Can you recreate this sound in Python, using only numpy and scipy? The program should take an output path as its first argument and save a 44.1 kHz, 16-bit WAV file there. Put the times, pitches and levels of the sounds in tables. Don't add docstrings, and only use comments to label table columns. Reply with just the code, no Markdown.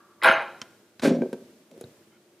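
import sys
import numpy as np
from scipy import signal
from scipy.fft import rfft, irfft
from scipy.io import wavfile
from scipy.ndimage import uniform_filter1d

SR = 44100
rng = np.random.default_rng(int(sys.argv[2]) if len(sys.argv) > 2 else 0)


def to_linear_factor(level_db):
    exponent = np.asarray(level_db, float) / 20
    return 10 ** exponent


def inscribe(sig):
    pcm = np.round(np.clip(np.atleast_2d(sig).T, -1, 1) * 32767)
    wavfile.write(sys.argv[1], SR, pcm.astype(np.int16))


N = 105840


def rms_one(x):
    return x / np.sqrt(np.mean(x ** 2) + 1e-20)


def at_hz(points, hz):
    table = np.array(points)
    return np.interp(np.log(hz), np.log(table[:, 0]), table[:, 1])


def shape(x, spectrum):
    hz = np.maximum(np.arange(N // 2 + 1) * SR / N, 1)
    return irfft(rfft(x) * to_linear_factor(at_hz(spectrum, hz)), N)


def colour(x, spectrum):
    return rms_one(shape(x, spectrum))


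def butter(x, order, hz, kind="low"):
    return signal.sosfilt(signal.butter(order, hz, kind, fs=SR, output="sos"), x)


def stroke(rows):
    s, db = np.transpose(rows)
    return to_linear_factor(np.interp(np.arange(N) / SR, s, db, left=-200, right=-200))


def hits_at(times, levels_db):
    hits = np.zeros(N)
    hits[(times * SR).astype(int)] = to_linear_factor(levels_db)
    return hits


def die_away(hits, seconds):
    return signal.lfilter([1], [1, -np.exp(-1 / (seconds * SR))], hits + 1e-18)


def grit(per_s, spread_db):
    sizes = to_linear_factor(spread_db * np.minimum(rng.exponential(1, N), 5)) * rng.choice([-1, 1], N)
    return rms_one(sizes * (rng.random(N) < per_s / SR))


def ring(x, hz, t60):
    r = to_linear_factor(-60 / (t60 * SR))
    w = 2 * np.pi * hz / SR
    return signal.lfilter([0, np.sin(w)], [1, -2 * r * np.cos(w), r * r], x + 1e-18)


def ring_modes(x, modes, flip):
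    return sum(to_linear_factor(db) * ring(x, hz, t60) * flip ** k for k, (hz, db, t60) in enumerate(modes))


def resonate(x, peaks):
    return sum(to_linear_factor(db) * rms_one(ring(x, hz, 2.2 / width)) * (-1) ** k
               for k, (hz, width, db) in enumerate(peaks))


def strike(times, levels_db, modes, scatter_db, flip=-1):
    out = np.zeros(N)
    vary = rng.standard_normal((len(times), 16))
    for k, (hz, db, t60) in enumerate(modes):
        hits = hits_at(times, levels_db + db + scatter_db * vary[:, k])
        out += ring(hits, hz, t60) * flip ** k
    return out


# (time [s], level [dB])
DRAG_PRESSURE = [(.2225, -59), (.2245, -28.5), (.23, -33.5), (.236, -23.5), (.246, -19), (.288, -14.5),
                 (.32, -24.5), (.425, -34.5), (.445, -49.5)]
# (time [s], level [dB])
DRAG_SPEED = [(.2225, -73.5), (.2245, -41.5), (.231, -47), (.236, -30.5), (.26, -37), (.29, -39.5),
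              (.32, -46.5), (.37, -61), (.4, -70)]
# (frequency [Hz], density [dB])
PRESSURE_GRIT = [(60, -70.5), (130, -28), (300, -14.5), (600, -4), (1100, -2), (1650, 1), (2800, -10),
                 (5000, -31.5), (9000, -68.5)]
SPEED_GRIT = [(2000, -19), (3500, 10), (5500, -5), (7500, -21), (9000, -22), (12500, -32), (16000, -29.5)]
# (frequency [Hz], width [Hz], level [dB])
COUNTER = [(673, 53, -9.5), (1390, 36, -6.5), (1610, 190, -3), (1964, 73, -5.5), (2544, 41, -5.5),
           (2840, 29, -9.5), (3150, 84, -18), (3750, 91, -11)]
GLASS = [(5300, 110, -9), (7540, 180, -15.5), (4000, 250, -1)]
# (frequency [Hz], level [dB], t60 [s])
FIRST_TOUCH = [(2000, 1, 0.027), (1590, -14, 0.021)]


def drag():
    push, speed = stroke(DRAG_PRESSURE), stroke(DRAG_SPEED)
    slips, fine = grit(4000, spread_db=0.0), grit(9000, spread_db=4.5)
    rasp = push * to_linear_factor(-1) * colour(slips, PRESSURE_GRIT) + speed * colour(fine, SPEED_GRIT)
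    counter = [(hz, 1.4 * width, db) for hz, width, db in COUNTER]
    counter_ring = np.std(push * slips) * to_linear_factor(-13.5) * resonate(push * slips, counter)
    glass_ring = np.std(speed * fine) * to_linear_factor(-4.5) * resonate(speed * fine, GLASS)
    touch = strike(np.array([.2178]), -30.5, FIRST_TOUCH, scatter_db=4.0)
    return rasp + counter_ring + glass_ring + butter(touch, 2, [1200, 2600], "band")


# (time [s], counter [dB], low counter [dB], glass [dB], rim tone [dB])
CATCHES = [(.2255, -23.5, -37, -58, -60.5), (.2338, -20, -27.5, -32.5, -51.5),
           (.2445, -13, -20.5, -35.5, -55.5), (.258, -18.5, -10, -43.5, -46),
           (.266, -20, -16, -52.5, -40.5), (.275, -16, -19, -50.5, -41.5), (.2825, -13, -19, -52, -45),
           (.286, -10, -19, -47.5, -43), (.297, -13.5, -24, -53.5, -59), (.312, -11.5, -25.5, -54, -57),
           (.324, -24, -19.5, -61, -49), (.336, -17.5, -21, -61.5, -43), (.359, -17.5, -27.5, -73, -68),
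           (.383, -37.5, -25, -76, -85), (.404, -38, -23, -68, -68.5), (.42, -36.5, -36, -60, -67)]
# (frequency [Hz], level [dB], t60 [s])
SLAB = [(1388, 2, .05), (1612, 0.5, .06), (2074, -5, .05), (2570, -9.5, 0.04), (2840, -9.5, .06),
        (3150, -12, .03)]
SLAB_LOW = [(543.6, -6, 0.11), (654.3, -3.5, .07), (827, -1, .08), (960, -2, 0.051), (1120, -3, 0.042)]
SHEEN = [(9710, -0.5, .016), (10300, 1.5, 0.016), (11100, -5.5, .008), (13300, -8.5, .012),
         (14300, -13, .01), (15200, -3.5, .016)]
RIM_TONE = [(6260, 1, .09), (6540, -3.5, .07)]


def catches():
    s, slab_db, low_db, glass_db, tone_db = np.transpose(CATCHES)
    slab = strike(s, slab_db - 6.5, SLAB, scatter_db=5.0)
    slab = slab + strike(s, low_db - 5, SLAB_LOW, scatter_db=2.5)
    chatter = grit(6000, spread_db=6.5) * die_away(hits_at(s, glass_db - 22.5), seconds=0.014)
    glass = ring_modes(chatter, SHEEN, flip=1) + strike(s, tone_db - 3.5, RIM_TONE, scatter_db=4.5)
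    return butter(slab, 2, [450, 3600], "band") + butter(glass, 2, 5000, "high")


# (time [s], level [dB])
SCRAPE = [(1.019, -46), (1.022, -37.5), (1.04, -30), (1.058, -29.5), (1.08, -34.5), (1.1, -37.5),
          (1.112, -42.5), (1.17, -52)]
# (frequency [Hz], level [dB])
SCRAPE_GRIT = [(400, -11), (800, 3), (1500, -0.5), (2400, -2.5), (2900, -5.5), (4000, -6), (10000, -17),
               (16000, -31)]
SINK_LOSS = [(5000, -28), (14000, 5)]
# (frequency [Hz], width [Hz], level [dB])
WALL = [(940, 100, -1), (1564, 92, 6.5), (2350, 250, 5), (3800, 210, -2.5), (5500, 54, -7.5)]
# (time [s], level [dB])
SINGS = [(1.07, -55), (1.095, -56), (1.118, -57), (1.138, -54), (1.15, -56)]
# (frequency [Hz], level [dB], t60 [s])
SING = [(5540, 0, .13), (5700, -1, .13)]


def scrape():
    slips, push = grit(5000, spread_db=1.5), stroke(SCRAPE)
    rasp = colour(slips, SCRAPE_GRIT)
    sunk = np.arange(N) / SR > 1.09
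    rasp = rasp - sunk * shape(rasp, SINK_LOSS)
    wall = np.sqrt(np.mean(push ** 2)) * to_linear_factor(-40.5) * resonate(push * slips, WALL)
    return strike(*np.transpose(SINGS), SING, scatter_db=0) + push * rasp + wall


# (time [s], level [dB])
STIR = [(1.021, -55), (1.031, -21.5), (1.07, -17), (1.12, -25), (1.15, -31), (1.24, -35.5), (1.265, -43),
        (1.28, -59), (1.42, -48)]
SHAKE = [(1.67, -68.5), (1.7, -53), (1.755, -48), (1.8, -69), (1.85, -52), (1.95, -75)]
# (time [s], belly [dB], neck [dB], wall [dB])
KNOCKS = [(1.025, -21, -18.5, -50), (1.033, -12, -16, -45), (1.049, -19, -9.5, -30.5),
          (1.056, -7, -13, -28), (1.074, -5, -12, -37), (1.09, -25, -26, -52), (1.101, -24, -22, -53),
          (1.111, -7.5, -16, -56), (1.136, -17, -30.5, -55), (1.148, -21.5, -21, -63),
          (1.165, -16, -32, -64), (1.185, -14, -42, -58), (1.208, -13, -48, -60), (1.2194, -20, -18, -39),
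          (1.236, -23, -27, -71), (1.329, -26.5, -25.5, -44.5), (0.619, -37.5, -38, -64),
          (0.292, -18.5, -25, -57)]
# (time [s], base thud [dB], side rap [dB])
THUDS = [(0.291, -40, -59), (1.2207, -44, -14.5), (1.2345, -63, -18.5), (1.258, -70, -23.5),
         (1.3293, -61, -22), (1.343, -70, -27), (1.74, -70, -40), (1.7765, -59, -39.5), (1.811, -56, -28.5),
         (1.838, -38, -33), (1.871, -53, -43)]
# (frequency [Hz], level [dB], t60 [s])
JAR = [(166, -6.5, 0.0819), (221, -3, .07), (242.2, -0.5, 0.08), (285.7, -4, 0.054), (388.9, -11.5, 0.15),
       (460, -7, 0.049), (519, -4, 0.057), (553, -3, 0.057), (666.4, -8, .04)]
RAP = [(257, -7.5, 0.059), (386.3, -2, .08), (462, 0, 0.06), (620, -8.5, 0.038)]
CORNER = [(128, 0.0017, 0.04)]


def jar():
    knock_s, belly_db, neck_db, wall_db = np.transpose(KNOCKS)
    belly = strike(knock_s, belly_db - 9, JAR[:4], scatter_db=-0.5, flip=1)
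    neck = strike(knock_s, neck_db - 4.5, JAR[4:], scatter_db=4.5, flip=-0.92)
    wall_modes = [(hz, db, 5.2 / width) for hz, width, db in WALL[:3]]
    wall = strike(knock_s, wall_db - 3.5, wall_modes, scatter_db=0)
    shove = grit(500, spread_db=4.0)
    unit = np.std(ring_modes(shove, JAR, flip=-1))
    shaken = ring_modes(shove * (stroke(STIR) + stroke(SHAKE)) / unit, JAR, flip=-1)
    thud_s, base_db, rap_db = np.transpose(THUDS)
    base = butter(strike(thud_s, base_db, CORNER, scatter_db=-3.0), 2, 200)
    rap = strike(thud_s, rap_db - 6, RAP, scatter_db=2.0, flip=0.98)
    soft = butter(belly + neck + shaken + rap, 3, 806)
    return butter(soft, 4, 193, "high") + wall + base


# (time [s], edge [dB], rim [dB], glass [dB], crack [dB])
CLICKS = [
    (0.616, -25, -51, -68, -33),
    (0.996, -57, -43.5, -59, -39.5),
    (1.3292, -63, -69, -49.5, -40.5),
    (1.713, -64, -78, -59.5, -54),
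    (1.7767, -67, -75, -56.5, -60),
    (1.8108, -60, -71, -40.5, -45),
    (1.8403, -74, -47.5, -69, -70),
    (1.2205, -49, -62, -63, -56),
]
# (frequency [Hz], level [dB], t60 [s])
EDGE = [(1006, -9, 0.07), (1350, -9.5, 0.033), (2350, -4.5, 0.013), (3144, 1, 0.029), (4310, -5.5, 0.017),
        (5520, 1, 0.016), (6640, -1.5, 0.0095)]
RIM = [(3820, 5.5, 0.02), (4300, 3, 0.01), (1510, -5, 0.03)]
BOWL = [(6580, -1.5, 0.016), (7800, 0.5, 0.016), (10070, 4, 0.022), (13400, -1, .015), (5830, -11, .015)]


def clicks():
    s, edge_db, rim_db, glass_db, crack_db = np.transpose(CLICKS)
    crack_colour = [(300, 8), (1500, 6), (7000, -5.5), (11000, -16.5), (16000, -33.0)]
    noise = colour(rng.standard_normal(N), crack_colour)
    crack = noise * die_away(hits_at(s, crack_db), seconds=0.0068)
    edge = strike(s, edge_db - 6, EDGE, scatter_db=0.0)
    rim = strike(s, rim_db, RIM, scatter_db=0)
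    return crack + edge + rim + strike(s, glass_db - 5, BOWL, scatter_db=2.5)


# (frequency [Hz], t60 [s])
ROOM = [(150, 0.72), (500, 0.5764), (1500, 0.4833), (3000, 0.5255), (6000, 0.77), (10000, 0.6)]
# (frequency [Hz], level [dB])
ROOM_GAIN = [(150, -9.5), (600, -8.5), (2000, -8.5), (5000, -12.5), (12000, -23)]


def room(x):
    t = np.arange(SR) / SR
    white, tail = rng.standard_normal((2, SR)), 0
    edges_hz = 40 * 2 ** np.arange(0, 8.8, .5)
    for k, (low, high) in enumerate(zip(edges_hz, edges_hz[1:])):
        hz = np.sqrt(low * high)
        t60 = at_hz(ROOM, hz)
        decay = to_linear_factor(-60 * t / t60) + to_linear_factor(-38 - 60 * t / 2)
        gain = to_linear_factor(at_hz(ROOM_GAIN, hz)) * np.sqrt(13.8 / t60 / SR)
        tail = tail + butter(white[k % 2], 2, [low, high], "band") * gain * decay
    tail = tail * np.clip(t / .005 - .3, 0, 1)
    return signal.fftconvolve(x, tail)[:N]


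# (time [s], level [dB])
SLIDE = [(0, -58.5), (.06, -62), (.1, -61.5), (.19, -67.5), (.24, -44)]
BRUSH = [(2.1, -85), (2.125, -69.5), (2.17, -67), (2.189, -86)]
# (frequency [Hz], width [Hz], level [dB])
SLIDE_PEAKS = [(1177, 150, -1), (1394, 72, -6.5), (1625, 60, -7)]
BRUSH_PEAKS = [(1400, 90, 0.23), (2150, 83, -1), (3080, 90, -2)]


def soft_rubs():
    slide = stroke(SLIDE) * rms_one(resonate(rng.standard_normal(N), SLIDE_PEAKS))
    return slide + stroke(BRUSH) * rms_one(resonate(rng.standard_normal(N), BRUSH_PEAKS))


# (frequency [Hz], density [dB])
FLOOR = [(40, -33), (90, -21), (130, -12), (350, -3.5), (650, -14), (1000, -16.5), (8000, -26),
         (16000, -31.5)]
# (frequency [Hz], width [Hz], level [dB])
HUM = [(100, 8, -79), (215, 12, -70), (236, 12, -76.5), (344, 20, -67), (595, 44, -73)]


def floor():
    return to_linear_factor(-64) * colour(rng.standard_normal(N), FLOOR) + resonate(rng.standard_normal(N), HUM)


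def gate(x):
    t = np.arange(N) / SR
    level_db = 10 * np.log10(np.abs(uniform_filter1d(x ** 2, size=256)) + 1e-12)
    loud = np.clip((level_db + 60) / 10, 0, 1)
    close_per_s, open_s = 3.86, 0.031
    held = np.maximum.accumulate(loud + close_per_s * t) - close_per_s * t
    r = np.exp(-1 / (open_s * SR))
    return to_linear_factor(5 * signal.lfilter([1 - r], [1, -r], np.clip(held, 0, 1)))


# (frequency [Hz], side minus mid [dB])
PORTS = [(1500, -56.5), (4000, -20.5), (15000, -8)]
# (frequency [Hz], density [dB])
SIDE_FLOOR = [(40, -22), (250, -3.5), (3000, -5.5), (10000, -7.5), (16000, -16)]


def scene():
    bowl, stir, ticks = drag() + catches(), scrape() + jar(), clicks()
    mid = bowl + stir + ticks + room(bowl + to_linear_factor(-4) * stir + to_linear_factor(-9) * ticks)
    mid = butter(mid, 4, 85, "high")
    smear = rng.standard_normal(512) * np.exp(-np.arange(512) / (.002 * SR))
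    smear = smear / np.linalg.norm(smear)
    apart = shape(np.convolve(stir + ticks, smear)[:N], PORTS)
    lift = gate(mid)
    side = apart + lift * to_linear_factor(-69.5) * colour(rng.standard_normal(N), SIDE_FLOOR)
    return mid + lift * (floor() + soft_rubs()) + side * np.array([[1], [-1]])


def low_pass(x):
    return signal.sosfilt(signal.butter(12, 16650, fs=SR, output="sos"), x)


def record(dry):
    treble_cut = signal.cheby2(10, 60, 16500, fs=SR, output="sos")
    heard = signal.sosfilt(treble_cut, butter(dry, 2, 70, "high"))
    return low_pass(heard)


dry = scene()
out = record(dry)
inscribe(out)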